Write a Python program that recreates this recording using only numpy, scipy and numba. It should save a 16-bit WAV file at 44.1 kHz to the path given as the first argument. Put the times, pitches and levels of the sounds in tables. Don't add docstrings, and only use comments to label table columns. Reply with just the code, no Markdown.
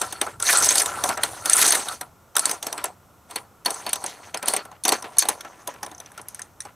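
import sys
import numpy as np
from scipy import signal
from scipy.fft import rfft, irfft
from scipy.io import wavfile
from numba import njit

SR = 44100
rng = np.random.default_rng(int(sys.argv[2]) if len(sys.argv) > 2 else 0)


def dump(signal):
    limited = np.clip(np.atleast_2d(signal).T, -1, 1)
    pcm = np.round(limited * 32767).astype(np.int16)
    wavfile.write(sys.argv[1], SR, pcm)


N = 297654

# frequency_hz, relative_db
HUM_SPECTRUM = [(20, -23), (90, 3.5), (400, -9), (640, -7), (1430, -7.5), (1560, -17.5), (4800, -26.5),
                (5600, -22), (16000, -27.5)]
# pitch_hz, rms_db
WHINE_TONES = [(7854, -80), (13248, -74)]
# pitch_hz, relative_db, t60_s
TRACK_MODES = [(310, -17, 0.037), (495, -9.5, 0.011), (730, -10.5, 0.066), (873, 3.5, 0.011),
               (1038, -8, 0.034), (1368, -9.5, 0.032), (1731, -7, 0.011), (2110, -14, 0.0053),
               (2240, 7.5, 0.002)]
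# pitch_hz, relative_db, t60_s
CAR_MODES = [(1784, -12, 0.005), (3845, -5, 0.0038), (4385, -8.5, 0.021), (5380, -12.5, 0.0065),
             (5860, -16.5, 0.012), (6252, -4, 0.0078), (7360, -8.5, 0.0087), (8217, -1, 0.015),
             (9130, 0.5, 0.0038), (9650, -1, 0.0036), (10750, -4.5, 0.004), (12100, -21.5, 0.0033)]
# start_s, mode_0_db, mode_2_db, modes_4_5_db, modes_6_7_db
GRIP_GAINS = [(0, 3.5, -5, 2, -2.5), (3.1, 2, 0.5, 2, -4.5), (4.749, 1, -2, 5, -8.5),
              (5.38, 9, -13, 5.5, -7.5)]
# start_s, end_s, rattle_start_db, swell_db, rumble_start_db
ROLLING_SPELLS = [(-0.01, 0.343, -36.5, -15.5, -42.5), (0.425, 0.484, -32.5, 15, -41.5),
                  (0.496, 0.804, -20, -1.5, -29.5), (0.839, 1.051, -38, -1, -35),
                  (1.059, 1.128, -31, -5, -33.5), (1.22, 1.437, -38, -6, -39),
                  (1.457, 1.616, -31, 10.5, -35.5), (1.623, 1.802, -19.5, -6, -28.5),
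                  (1.858, 1.926, -37, 3.5, -40), (2.43, 2.53, -35.5, 0, -33),
                  (2.637, 2.825, -41.5, -8, -39), (3.308, 3.335, -42.5, -5, -43),
                  (3.701, 3.875, -38.5, -10, -37), (4.006, 4.105, -46.5, 6.5, -44.5),
                  (4.114, 4.285, -58.5, 8.5, -50.5), (4.481, 4.569, -26, -13, -30.5),
                  (4.876, 5.05, -33.5, -32, -32.5), (5.05, 6.459, -53.5, -13, -47.5)]
# time_s, strength_db, pitch_hz
WHEEL_TICKS = [(0.4243, -7.5, 8400), (0.4668, -14, 6240), (0.5723, -3, 8800), (0.5851, -8.5, 11300),
               (0.6887, -3, 6300), (0.7803, -2.5, 6300), (1.497, -0.5, 9600), (1.532, 3, 9100),
               (1.5661, -5, 9100), (1.6409, -6.5, 8600), (1.6646, -5.5, 9100), (1.677, -3, 8040),
               (1.6958, -7, 8590), (1.7052, -1, 8200), (2.393, -3, 9500), (2.4552, -2, 9000),
               (2.855, -18.5, 8800), (3.649, -23.5, 5970), (3.7431, -19, 9500), (3.892, -13.5, 10100),
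               (4.0622, -13.5, 5870), (4.373, -18.5, 11200), (4.458, -20, 9900), (4.837, -14, 10600),
               (5.1841, 3, 9100), (5.1913, 1, 8500), (5.298, -17, 10200), (5.846, -31.5, 5940),
               (5.9485, -36.5, 6140), (5.979, -33, 5700), (6.06, -33.5, 5560), (6.1176, -30.5, 8150),
               (6.2145, -29, 10400), (6.2844, -22, 8860), (6.346, -23.5, 11200), (6.418, -22, 6080),
               (6.6042, -20.5, 6700), (6.618, -29.5, 6000)]
# time_s, car_strength_db, track_strength_db
IMPACTS = [(0.016, -10, -15), (0.126, -21, -28.5), (0.215, -10, -17), (0.266, -26, -23),
           (0.401, -22.5, -28), (0.529, -7.5, -16), (0.624, -12.5, -24), (0.708, -9.5, -18),
           (0.756, -7, -22), (0.802, -11, -20), (0.818, -8.5, -27.5), (0.86, -10, -24),
           (1.039, -9.5, -14.5), (1.091, -11.5, -14), (1.175, -21.5, -18.5), (1.235, -6, -17.5),
           (1.458, -12.5, -19.5), (1.615, -10, -27), (1.723, -7, -25), (1.752, -10.5, -22),
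           (1.886, -18, -51), (2.012, -20.5, -26.5), (2.355, -21.5, -21.5), (2.367, -5, -18.5),
           (2.383, -15, -26), (2.495, -16.5, -24.5), (2.513, -14.5, -24.5), (2.628, -19, -31),
           (2.668, -17, -24.5), (2.728, -19.5, -25), (2.779, -24.5, -23), (2.842, -13.5, -19),
           (3.311, -29.5, -36), (3.36, -14.5, -21), (3.66, -8.5, -17), (3.706, -16.5, -20),
           (3.866, -19, -18.5), (3.932, -9, -26.5), (3.958, -20, -28), (4.041, -21, -23.5),
           (4.345, -19, -20), (4.428, -23, -21.5), (4.483, -8.5, -22), (4.537, -11, -15.5),
           (4.565, -12.5, -19.5), (4.653, -35.5, -32.5), (4.716, -42, -32.5), (4.853, -8, -15.5),
           (4.881, -6, -12), (4.891, -4.5, -26), (4.922, -1, -11.5), (5.025, -26.5, -32), (5.043, -36, -23),
           (5.169, -27, -31), (5.224, -12.5, -20), (5.254, -23.5, -23.5), (5.288, -5.5, -15.5),
           (5.409, -25, -43), (5.449, -39, -27.5), (5.675, -19, -21.5), (5.74, -40, -36),
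           (5.831, -21, -23.5), (5.864, -29.5, -30), (5.915, -36, -31.5), (6.002, -31.5, -34.5),
           (6.178, -27, -30.5), (6.394, -25.5, -35), (6.652, -29.5, -29.5)]

RAMP_UNTIL_S, RAMP_DB = 2.4, 8
START_DB_PER_S, STOP_DB_PER_S = 905.5, 296
RUMBLE_FOLLOWS = 0.66
SETTLE_CAR_DB, SETTLE_TRACK_DB, SETTLE_DB_PER_S = -24, -9, 305.5
TICK_FOCUS_DB_PER_OCTAVE = 21
DETUNE = 0.029
ROLL_DAMPING = 0.54


def from_db(db):
    return 10 ** (np.asarray(db) / 20)


def unit_rms(x):
    return x / np.sqrt(np.mean(x ** 2) + 1e-20)


def drift(rate_hz):
    pole = np.exp(-80 * np.pi * rate_hz / SR)
    slow = signal.lfilter([1], [1, -2 * pole, pole * pole], rng.standard_normal(N // 40 + 2002))[2000:]
    return np.interp(np.arange(N) / 40, np.arange(len(slow)), unit_rms(slow))


def high_pass(x, hz):
    return signal.sosfilt(signal.butter(3, hz, "high", fs=SR, output="sos"), x)


@njit
def resonate(force, poles):
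    out, state = np.zeros(len(force)), 0j
    for i in range(len(force)):
        state = state * poles[i] + force[i]
        out[i] = state.imag
    return out


def ring(force, hz, t60):
    pole = from_db(-60 / (t60 * SR)) * np.exp(2j * np.pi * hz / SR)
    return resonate(force + 1e-18, pole * np.ones(N))


def room_hum(correlation=0.9, rms_db=-54.5):
    hz = np.maximum(np.fft.rfftfreq(N, 1 / SR), 1)
    corner_hz, corner_db = np.transpose(HUM_SPECTRUM)
    colour = from_db(np.interp(np.log(hz), np.log(corner_hz), corner_db))
    mid, side = irfft(rfft(rng.standard_normal((2, N))) * colour, N)
    noise = unit_rms(np.sqrt(1 + correlation) * mid + np.sqrt(1 - correlation) * side * [[1], [-1]])
    t = np.arange(N) / SR
    whines = sum(np.sqrt(2) * from_db(db) * np.sin(2 * np.pi * f * t) for f, db in WHINE_TONES)
    return from_db(rms_db) * noise + whines


def reverberation(x, t60_s=0.029, wall_cut_hz=1900, gain_db=-2):
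    out, pole = np.zeros((2, N)), np.exp(-2 * np.pi * wall_cut_hz / SR)
    for k, lag in enumerate((rng.uniform(0.0048, 0.024, 16) * SR).astype(int)):
        loop, gain, state = x.copy(), from_db(-60 * lag / SR / t60_s), [0.]
        for i in range(lag, N, lag):
            back, state = signal.lfilter([gain * (1 - pole)], [1, -pole], loop[i - lag:i], zi=state)
            loop[i:i + lag] += back[:N - i]
        out[k % 2] += (loop - x) * (-1) ** (k // 2)
    return from_db(gain_db) * out


def wall_echo(x, delay_s=0.0007, gain_db=-22.5):
    treble = signal.sosfilt(signal.butter(3, [3000, 16000], "band", fs=SR, output="sos"), x)
    return from_db(gain_db) * np.roll(treble, int(delay_s * SR)) * [[1], [-1]]


def ramp_thrum(level_db=-54, fade_s=1.1):
    fade = np.clip((RAMP_UNTIL_S - np.arange(N) / SR) / fade_s, 0, 1)
    level = from_db(level_db + 2.5 * drift(8.6)) * fade
    resonance = ring(rng.standard_normal(N), hz=105, t60=0.034)
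    return level * unit_rms(high_pass(resonance, hz=61))


def mode_gains(colour_db, modes):
    _, level_db, t60 = np.transpose(modes)[:, :, None]
    power = from_db(level_db) ** 2 * t60
    coloured_power = np.sum(power * from_db(colour_db) ** 2, axis=0)
    return from_db(level_db + colour_db) * np.sqrt(power.sum() / coloured_power)


def superpose(rings, favour_db):
    return sum(x * from_db(favour_db.get(k, 0)) for k, x in enumerate(rings))


def rolling_envelopes():
    t = np.arange(0, N, 16) / SR

    def settling_db(onset_s):
        return np.where(t > onset_s, -SETTLE_DB_PER_S * (t - onset_s), -np.inf)

    start, end, rattle_db, swell_db, rumble_db = np.transpose(ROLLING_SPELLS)[:, :, None]
    edge_db = -START_DB_PER_S * np.maximum(start - t, 0) - STOP_DB_PER_S * np.maximum(t - end, 0)
    grown_db = swell_db * np.clip((t - start) / (end - start), 0, 1)
    impact_s, car_db, track_db = np.transpose(IMPACTS)[:, :, None]
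    tick_s, tick_db, _ = np.transpose(WHEEL_TICKS)[:, :, None]
    rattle_db = np.vstack([rattle_db + grown_db + edge_db,
                           car_db + SETTLE_CAR_DB + settling_db(impact_s),
                           tick_db + SETTLE_CAR_DB + settling_db(tick_s)])
    rumble_db = np.vstack([rumble_db + RUMBLE_FOLLOWS * grown_db + edge_db,
                           track_db + SETTLE_TRACK_DB + settling_db(impact_s)])
    powers = [np.sum(from_db(np.maximum(db, -100)) ** 2, axis=0) for db in (rattle_db, rumble_db)]
    return [np.interp(np.arange(N) / SR, t, np.sqrt(power)) for power in powers]


def rolling(modes, contacts_per_s, size_db, clump_db, wander_db):
    clumps = from_db(clump_db * drift(60) - clump_db ** 2 * np.log(10) / 20)
    sizes = from_db(size_db * np.minimum(rng.exponential(1, N), 4))
    contacts = sizes * (rng.random(N) < contacts_per_s / SR) * clumps
    gains = mode_gains(wander_db * np.array([drift(14) for _ in modes]), modes)
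    rings = np.array([ring(gain * contacts * rng.standard_normal(N), hz, ROLL_DAMPING * t60)
                      for gain, (hz, _, t60) in zip(gains, modes)])
    return rings / np.std(rings.sum(axis=0))


def knocks(modes, times_s, strength_db, rise_s, fall_s, spread_db, coupling_db, colour_db=0, pure=False):
    scatter, bend = rng.standard_normal((len(times_s), 2, len(modes))).transpose(1, 2, 0)
    t = np.arange(N) / SR
    current = np.clip(np.searchsorted(times_s - 4 * rise_s, t) - 1, 0, None)
    age = t - times_s[current]
    envelope = np.exp(-np.abs(age) / np.where(age < 0, rise_s, fall_s))
    force = envelope * rng.standard_normal(N) * np.abs(rng.standard_normal(N))
    force *= np.sqrt(np.bincount(current, envelope ** 2) / np.bincount(current, force ** 2))[current]
    gains = from_db(strength_db + coupling_db) * mode_gains(colour_db + spread_db * scatter, modes)
    rings = []
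    for k, (hz, _, t60) in enumerate(modes):
        pitch_hz = hz * (1 + DETUNE * bend[k, current])
        response = ring(gains[k, current] * force, pitch_hz, t60)
        if pure:
            response = ring(response, pitch_hz, t60 / 2) * 4 * np.log(1000) / (t60 * SR)
        rings.append(response)
    return np.array(rings)


def plastic_track(rumble):
    impact_s, _, impact_db = np.transpose(IMPACTS)
    rings = knocks(TRACK_MODES, impact_s, impact_db, rise_s=0.0028, fall_s=0.013,
                   spread_db=10.5, coupling_db=-30)
    rings += rumble * rolling(TRACK_MODES, contacts_per_s=1500, size_db=0, clump_db=1, wander_db=6)
    on_ramp = np.arange(N) / SR < RAMP_UNTIL_S
    return high_pass(superpose(rings, {5: RAMP_DB * on_ramp}), hz=280)


def wheel_ticks():
    tick_s, tick_db, tick_hz = np.transpose(WHEEL_TICKS)
    octaves_away = np.abs(np.log2(np.array(CAR_MODES)[:, :1] / tick_hz))
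    focus_db = -TICK_FOCUS_DB_PER_OCTAVE * np.minimum(octaves_away, 0.5)
    return knocks(CAR_MODES, tick_s, tick_db, rise_s=0.0002, fall_s=0.0025,
                  spread_db=5.5, coupling_db=-17.5, colour_db=focus_db, pure=True)


def toy_cars(rattle):
    impact_s, impact_db, _ = np.transpose(IMPACTS)
    rings = knocks(CAR_MODES, impact_s, impact_db, rise_s=0.00098, fall_s=0.0032,
                   spread_db=6, coupling_db=-19.5)
    rings += wheel_ticks()
    pace = np.clip(rattle / 0.12, 0, 1)
    rings += rattle * rolling(CAR_MODES, contacts_per_s=8000, size_db=2.1 * pace,
                              clump_db=3.7 * pace, wander_db=5.5)
    grips = np.array(GRIP_GAINS)
    grip = grips[np.searchsorted(grips[1:, 0], np.arange(N) / SR)].T
    favour_db = {0: grip[1], 2: grip[2], 4: grip[3], 5: grip[3], 6: grip[4], 7: grip[4]}
    return high_pass(superpose(rings, favour_db), hz=1410)


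def scene():
    rattle, rumble = rolling_envelopes()
    direct = toy_cars(rattle) + plastic_track(rumble)
    return direct + wall_echo(direct) + reverberation(direct) + room_hum() + ramp_thrum()


def record(dry):
    return signal.sosfilt(signal.cheby2(14, 70, 16450, fs=SR, output="sos"), np.tanh(dry))


dry = scene()
out = record(dry)
dump(out)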